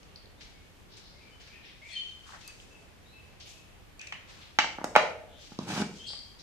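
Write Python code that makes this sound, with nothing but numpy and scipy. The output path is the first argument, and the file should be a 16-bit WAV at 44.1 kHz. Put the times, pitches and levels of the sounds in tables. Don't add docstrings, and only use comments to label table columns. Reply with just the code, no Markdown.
import sys
import numpy as np
from scipy import signal
from scipy.io import wavfile
from scipy.ndimage import uniform_filter1d

SR = 44100
rng = np.random.default_rng(int(sys.argv[2]) if len(sys.argv) > 2 else 0)


def store_pcm(level_fs):
    pcm = np.round(np.clip(level_fs, -1, 1) * 32767).astype(np.int16)
    wavfile.write(sys.argv[1], SR, np.atleast_2d(pcm).T)


N = 283241
T = np.arange(N) / SR

# (frequency [Hz], relative level [dB], nominal t60 [s])
LID_MODES = [(754, -27.5, 0.0079), (859, 2.5, 0.02), (1000, -11, 0.0075), (1310, -2.5, 0.011),
             (1470, -8.5, 0.012), (1510, -15, 0.013), (2300, -7, 0.02), (2705, -19.5, 0.005),
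             (3070, -32, 0.0096), (4150, -15, 0.0046), (5500, -31.5, 0.0038), (8500, -25, 0.0033)]
# (frequency [Hz], relative level [dB], nominal t60 [s])
THUD_MODES = [(141, -6.5, 0.0048), (213.4, -7.5, 0.026), (285, -4.5, 0.0077)]
HANDS_LEFT_DB = 2


def knocks():
    # (time [s], blow level [dB], contact time [ms], steel clatter [dB], jar air [dB],
    # thud [dB], ring length factor [ratio; a loose grip rings longer], lid pitch factor [ratio])
    blow_table = [(4.1237, -37, 0.29, 12, -25, -20, 0.86, 1),
                  (4.5876, -9.5, 0.16, -1, -16, -13.5, 1.4, 1.016),
                  (4.644, -20.5, 0.39, -4, -20, -15, 0.97, 1.04),
                  (4.785, -28, 0.58, -26, 2, -0.5, 1.3, 0.92),
                  (4.814, -29.5, 0.77, -12, -6, 0.5, 0.85, 1.05),
                  (4.8422, -22.5, 0.51, -7, 11.5, 0.5, 1, 0.88),
                  (4.9538, -12.5, 0.18, -25, 4, -28, 1.1, 0.96),
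                  (4.9605, -11.5, 0.52, -18, -0.5, -23, 0.59, 0.67),
                  (4.962, -4.5, 0.12, -18.5, 7, -19.5, 0.71, 0.94),
                  (4.967, -17, 0.11, -28, 2, -1.5, 0.58, 1.15),
                  (5.519, -43, 0.57, -15.5, -2, 11.5, 2.1, 0.93),
                  (5.589, -25.5, 0.95, 7.5, -2.5, 8.5, 0.88, 0.77),
                  (5.736, -33.5, 0.53, -4, -9, 8, 0.92, 1.3), (5.749, -32.5, 0.67, -2, -5, 2, 1, 0.74),
                  (5.762, -27, 0.66, -10, -11, 6, 1.3, 1.03), (5.776, -27, 0.76, -1, 2, 7, 1.1, 1.2),
                  (5.789, -27, 1, -6, -2, -5, 0.99, 1.32), (5.8014, -30.5, 0.64, 8, -3, 14, 1, 0.93),
                  (5.811, -35.5, 1, -9, 5, 11, 1.1, 1.22), (5.821, -27, 0.58, 3, -2, 7, 1, 1),
                  (6.103, -48, 0.5, -3, 8, -13, 1.6, 0.97), (6.134, -42, 0.3, 3, 6.5, -6, 1.14, 0.9)]
    # (frequency [Hz], relative level [dB], nominal t60 [s])
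    steel_modes = [(2227, -15, 0.05), (2940, -28, 0.01), (2970, 2, 0.0086), (3810, -4, 0.0066),
                   (4650, -4, 0.0094), (5480, -5, 0.013), (6380, -6, 0.028), (6900, -19, 0.015),
                   (8200, -44, .012)]
    # (frequency [Hz], relative level [dB], t60 [s])
    air_modes = [(464, -4.5, 0.012), (570, 4, 0.01)]
    # (frequency [Hz], width [Hz], relative level [dB], nominal t60 [s])
    lid_rattle = (1498.5, 1603.5, -7.5, 0.0454)
    lid_left_db = -1
    loose_tilt_db = 0.5
    seated_s, loose_thud_pitch = 5.2, 1.32

    out, t = np.zeros((2, N)), T[:SR // 8]
    for s, db, ms, steel_db, air_db, thud_db, longer, pitch in blow_table:
        push = np.hanning(int(ms * SR / 1000) + 3)[None]
        rattle = undb(-0.5) * unit(band(pair(5000, len(t), 2500), 3300, 13000)) * fade(t, 0.04)
        hz, width_hz, buzz_db, t60 = lid_rattle
        buzz = unit(band(pair(hz, len(t), 2000), hz, width_hz))
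        buzz = undb(buzz_db) * buzz * fade(t, longer * t60)
        lid = buzz + ring(LID_MODES, 1320, longer, pitch, loose_tilt_db * (longer - 1))
        steel = undb(steel_db) * (ring(steel_modes, 1800) + rattle)
        shells = above(lid + steel, 847)
        air = undb(air_db) * above(ring(air_modes), 767)
        thud_pitch = loose_thud_pitch if s < seated_s else 1
        thud = undb(thud_db) * above(ring(THUD_MODES, pitch=thud_pitch), 150)
        blow = signal.fftconvolve(shells + air + thud, push / push.sum(), axes=1)
        add(out, sided(db, lid_left_db) * blow, s)
    return out


def twist():
    # (time [s], rubbing level [dB], pressing level [dB])
    effort = [(5.6, -53, -50), (5.66, -55.5, -48), (5.685, -40.5, -41.5), (5.729, -39.5, -37.5),
              (5.769, -38, -51), (5.8, -41.5, -38.5), (5.823, -37, -34.5), (5.845, -76, -63)]
    slips_hz, hiss_db = 94.1, -2.5
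    s, rub_db, press_db = np.transpose(effort)

    def gain(db):
        return undb(np.interp(T, s, db, -120, -120))

    slip_count = np.floor(np.cumsum(slips_hz * (1 + .3 * walk(70)) / SR))
    slips = np.diff(slip_count, prepend=0) * undb(1.53 * walk(60))
    grit = 0.07 * rng.standard_normal(N) * undb(4.0 * walk(400))
    drive = (slips + grit)[None]

    def shake(modes):
        return unit(above(signal.fftconvolve(drive, ring(modes, 1900), axes=1)[:, :N], 110))

    hiss = band(band(pair(4100, N, 1200), 3040, 5150), 3300, 12800)
    hiss = unit(hiss) * undb(1.6 * walk(130) + 1.47 * walk(900))
    rubbing = gain(rub_db) * (shake(LID_MODES) + undb(hiss_db) * hiss)
    return rubbing + gain(press_db) * shake(THUD_MODES)


def ticks():
    # (time [s], peak level before panning [dB], frequency [Hz], width [Hz])
    tick_table = [(0.031, -44.5, 3640, 4000), (0.159, -36, 4650, 1280), (.256, -47, 4060, 1000),
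                  (1.4, -51, 400, 560), (1.93, -44, 8500, 1500), (2.03, -51, 4900, 1111),
                  (2.6, -40, 3094, 1111), (2.322, -39, 1200, 1200), (2.343, -46, 1200, 1400),
                  (3.4006, -46, 4550, 3778), (4.59, -42, 12500, 4000), (4.843, -23.5, 4200, 7000),
                  (4.962, -27, 17000, 8000), (5.5886, -28.5, 4230, 3530), (6.018, -50, 5630, 900),
                  (6.074, -48, 5600, 1200)]
    # (time [s], reference peak level [dB])
    clinks = [(2.4773, -36)]
    # (frequency [Hz], width [Hz], relative peak level [dB], t60 [s])
    bangle = [(8500, 7500, 4, 0.01), (6400, 370, -12.5, 0.099), (4550, 640, -6.5, 0.034)]
    # (time [s], reference peak level [dB])
    catches = [(3.9935, -39.5), (4.014, -35.5), (4.071, -36), (4.1245, -38.5)]
    # (frequency [Hz], width [Hz], relative peak level [dB], t60 [s])
    lid_edge = [(2520, 300, 0, 0.015), (4700, 2900, -1.5, 0.02), (6000, 3600, -3, 0.015)]
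    tick_t60_s = 0.016

    out = np.zeros((2, N))
    for s, db, hz, width_hz in tick_table:
        add(out, tick(db, hz, width_hz, tick_t60_s), s)
    for events, body in ((clinks, bangle), (catches, lid_edge)):
        for s, db in events:
            parts = [tick(db + part_db, hz, width_hz, t60) for hz, width_hz, part_db, t60 in body]
            add(out, sum(parts), s)
    return sided(0, HANDS_LEFT_DB) * out


def rustles():
    # (time of greatest swell [s], length [s], relative level [dB], frequency [Hz], nominal width [Hz])
    swells = [(0.41, 0.11, -50.5, 3000, 4000), (0.929, 0.24, -55.5, 4000, 2500),
              (0.97, 0.049, -52, 3830, 5000), (1.058, 0.33, -59, 4400, 1800),
              (1.411, 0.14, -52.5, 3200, 3880), (1.468, 0.14, -56.5, 2600, 4030),
              (1.65, 0.22, -53, 2690, 2500), (1.658, 0.12, -62, 5340, 900), (1.912, 0.4, -55, 3880, 5200),
              (2.261, 0.048, -56, 1240, 500), (2.278, 0.26, -53, 2820, 5700),
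              (2.291, 0.037, -50, 1070, 710), (2.335, 0.05, -46, 1100, 1320),
              (2.412, 0.12, -52, 3050, 4650), (2.482, .05, -54, 1780, 2500),
              (2.602, 0.36, -61.5, 5500, 4250), (3.408, 0.12, -50, 3730, 3460),
              (3.462, 0.13, -53.5, 3040, 2020), (3.474, 0.1, -53, 6000, 2830),
              (3.464, 0.16, -64.5, 10000, 5000), (4.007, 0.11, -49, 2250, 1610),
              (4.07, 0.055, -57, 2540, 1310), (4.148, 0.16, -54, 1650, 2170),
              (4.299, 0.22, -51.5, 1900, 5000), (4.416, 0.092, -51, 3070, 2620), (4.8, .14, -50, 885, 1200),
              (5.415, 0.24, -52, 3860, 4150), (5.961, 0.25, -53, 4370, 4500),
              (6.07, 0.12, -54.5, 7800, 1625), (6.085, 0.081, -43, 4140, 1700),
              (6.155, 0.065, -48.5, 4300, 1200), (6.395, 0.11, -52.5, 4480, 2550)]
    rise_share_per_s = 1.1
    crackle_per_s, crackle_db = 750, -9.5

    out = np.zeros((2, N))
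    for s, length, db, hz, width_hz in swells:
        rise = length * np.clip(rise_share_per_s * length, .1, .5)
        fall = length - rise
        t = T[:int((rise + 4 * fall) * SR)] - rise
        shape = np.where(t < 0, (1 + t / rise) ** 2, np.exp(-(np.abs(t) / fall) ** 1.07))
        grain = undb(0.9 * walk(154.0, len(t)) + 0.8 * walk(28.3, len(t)))
        snapping = rng.random(len(t)) < crackle_per_s / SR
        snap_db = crackle_db + 5.2 * np.minimum(rng.exponential(size=len(t)), 2)
        snaps = snapping * undb(snap_db) * np.sqrt(SR / crackle_per_s) / 3
        hiss = band(pair(hz, len(t), 670) * (1 + snaps), hz, width_hz)
        hiss = band(hiss, hz, 1.37 * width_hz)
        add(out, sided(db, HANDS_LEFT_DB) * shape * grain * unit(hiss), s - rise)
    return out


def room(x):
    # (frequency [Hz], relative level [dB], t60 [s])
    wall_bands = [(145, -7, 0.57), (317, -7.5, 0.63), (547, -7, 0.74), (920, -7, 0.32), (1400, -10, 0.43),
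                  (2420, -3.5, 0.47), (4400, -2.5, 0.42), (7000, -3.5, 0.45), (11200, -11, 0.41)]
    walls_s, beyond_db = .15, -1

    t, tail = T[:SR // 2 + SR // 4], 0
    for hz, db, t60 in wall_bands:
        build = 1 - np.exp(-t / .004)
        part = band(pair(hz, len(t), 900), hz, .55 * hz) * fade(t, t60) * build
        part = part * undb(beyond_db * np.clip((t - walls_s) / .02, 0, 1))
        tail = tail + undb(db) * part / np.sqrt(t60 * SR / np.log(1000) / 2)
    return signal.fftconvolve(x.mean(axis=0)[None], tail, axes=1)[:, :N]


def birds():
    # (time [s], length [s], first frequency [Hz], last frequency [Hz],
    # relative level [dB], pitch waver [share])
    whistles = [(0.363, 0.082, 3840, 3850, -63, 0.027), (0.418, 0.26, 2305, 2206, -66.5, 0.01),
                (1.133, 0.063, 2035, 2200, -61, 0.028), (1.18, 0.15, 2450, 2270, -60.5, 0.043),
                (1.303, 0.084, 2950, 3080, -63, 0.01), (1.49, 0.11, 2422, 2542, -53.5, 0.042),
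                (1.517, 0.07, 2150, 1810, -55.5, 0.02), (1.809, 0.085, 2050, 2360, -47, 0.021),
                (1.878, 0.075, 3550, 3280, -50, .035), (1.88, 0.09, 2250, 1867, -53.5, 0.0096),
                (1.881, 0.095, 2337, 2486, -49, 0.029), (1.903, 0.092, 4320, 4263, -46, 0.011),
                (1.945, 0.076, 3152, 3064, -36, 0.0074), (2.046, 0.026, 3018, 3130, -44, 0.0039),
                (2.428, 0.085, 2600, 2578, -53, 0.0057), (2.689, 0.13, 2716, 2580, -59, 0.016),
                (3.044, 0.12, 3630, 4170, -59.5, .012), (3.114, 0.13, 2630, 2610, -56.5, 0.013),
                (3.512, 0.17, 2680, 2540, -62, 0.016), (5.266, 0.2, 3510, 3420, -60, 0.072),
                (5.981, 0.12, 3080, 3253, -43, 0.015), (6.052, 0.1, 4415, 4650, -42, 0.045)]
    overtone_db, birds_left_db, yard_t60_s = -24.5, 4.5, 0.71

    calls = np.zeros(N)
    for s, length, hz0, hz1, db, waver in whistles:
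        n = int(length * SR)
        glide = 1 - np.linspace(1, 0, n) ** 2
        hz = (hz0 + (hz1 - hz0) * glide) * (1 + waver * walk(148.0, n))
        phase = 2 * np.pi * np.cumsum(hz) / SR
        tone = np.sin(phase) + undb(overtone_db) * np.sin(2 * phase)
        breath = unit(band(rng.standard_normal(n), (hz0 + hz1) / 2, 0.24 * hz0))
        breath = (0.12 + 8 * waver) * breath
        loudness = undb(db + 2 * walk(59, n)) * signal.windows.tukey(n, .5)
        add(calls, loudness * (tone + breath), s)
    echo = rng.standard_normal((2, SR)) * fade(T[:SR], yard_t60_s)
    echo = echo / np.sqrt((echo ** 2).sum(axis=1, keepdims=True))
    echoed = signal.fftconvolve(calls[None], echo, axes=1)[:, :N]
    return sided(0, birds_left_db) * (0.57 * calls + echoed)


def floor():
    # (frequency [Hz], relative density [dB per Hz])
    spectrum = [(12, -40), (20, -5.5), (45, 0), (86, 0.5), (120, -6), (186, -6), (214, -11), (323, -10),
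                (531, -13), (1250, -19), (2350, -17.5), (2630, -17), (3190, -23), (12000, -35.5),
                (14500, -37.5)]
    floor_db = -54.5

    table_hz, table_db = np.transpose(spectrum)
    out, swell = 0, walk(4.9)
    for hz in 22 * 2 ** np.arange(0, 9.6, .5):
        db = np.interp(np.log(hz), np.log(table_hz), table_db) + .6 * swell + walk(9)
        noise = 0.44 * pair(hz, N, 680) + rng.standard_normal((2, N))
        out = out + undb(db) * band(noise, hz, hz * 0.42)
    return unit(out) * undb(floor_db)


def ring(modes, apart_hz=np.inf, longer=1, pitch=1, tilt_db=0):
    hz, db, t60 = np.transpose(modes)[:, :, None]
    hz = pitch * hz * (1 + .01 * rng.standard_normal(hz.shape))
    db = db + tilt_db * np.log2(np.clip(hz / 800, 1, 4))
    t = T[:SR // 8]
    skew = np.minimum(hz / apart_hz, 1) ** 2 * rng.uniform(-0.22, 0.72, (len(hz), 1)) * np.pi / 2
    sine, cosine = np.sin(2 * np.pi * hz * t), np.cos(2 * np.pi * hz * t)
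    wave = [sine * np.cos(k) + np.sin(k) * cosine for k in (skew, -skew)]
    db = db + 1.5 * rng.standard_normal((len(hz), 1))
    return (undb(db) * fade(t, longer * t60) * wave).sum(axis=1)


def tick(db, hz, width_hz, t60):
    t = T[:SR // 10]
    burst = band((4 * (t == 0) + pair(hz, len(t), 2800)) * fade(t, t60), hz, width_hz)
    burst = band(burst, hz, 1.5 * width_hz)
    return undb(db) * burst / np.abs(burst).max(axis=1, keepdims=True)


def pair(hz, size, apart_hz):
    alike = 1 / (1 + (hz / apart_hz) ** 2)
    mid, side = rng.standard_normal((2, size))
    return np.sqrt(1 + alike) * mid + np.sqrt(1 - alike) * side * np.array([[1], [-1]])


def walk(rate, size=N):
    k = int(SR / rate)
    steps = np.repeat(rng.standard_normal(size // k + 1), k)
    return 1.3 * uniform_filter1d(uniform_filter1d(steps, k), k)[:size]


def band(x, hz, width_hz):
    edge = np.sqrt(hz ** 2 + width_hz ** 2 / 4) + np.array([-.5, .5]) * width_hz
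    edge = np.clip(edge, 10, .45 * SR)
    return signal.sosfilt(signal.butter(2, edge, "bandpass", fs=SR, output="sos"), x)


def above(x, hz):
    return signal.sosfilt(signal.butter(3, hz, "highpass", fs=SR, output="sos"), x)


def fade(t, t60):
    return np.exp(-np.log(1000) * t / t60)


def undb(db):
    return 10 ** (np.asarray(db) / 20)


def unit(x):
    return x / np.sqrt(np.mean(x ** 2))


def sided(db, pan_db):
    return undb(db + np.array([[pan_db], [-pan_db]]) / 2)


def add(out, x, s):
    i = int(s * SR)
    out[..., i:i + x.shape[-1]] += x[..., :N - i]


def scene():
    left_lag_ms = .18
    blows, rub, small = knocks(), twist(), ticks()
    near = blows + rub + small
    near = np.array([np.roll(near[0], int(left_lag_ms * SR / 1000)), near[1]])
    walls = room(blows + 1.04 * rub + 0.94 * small)
    return near + walls + rustles() + birds() + floor()


def record(dry):
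    left_db, top_hz = 0.07, 14500
    cut = signal.ellip(8, .3, 60, top_hz, fs=SR, output="sos")
    return signal.sosfilt(cut, np.clip(dry * sided(0, left_db), -1, 1))


dry = scene()
out = record(dry)
store_pcm(out)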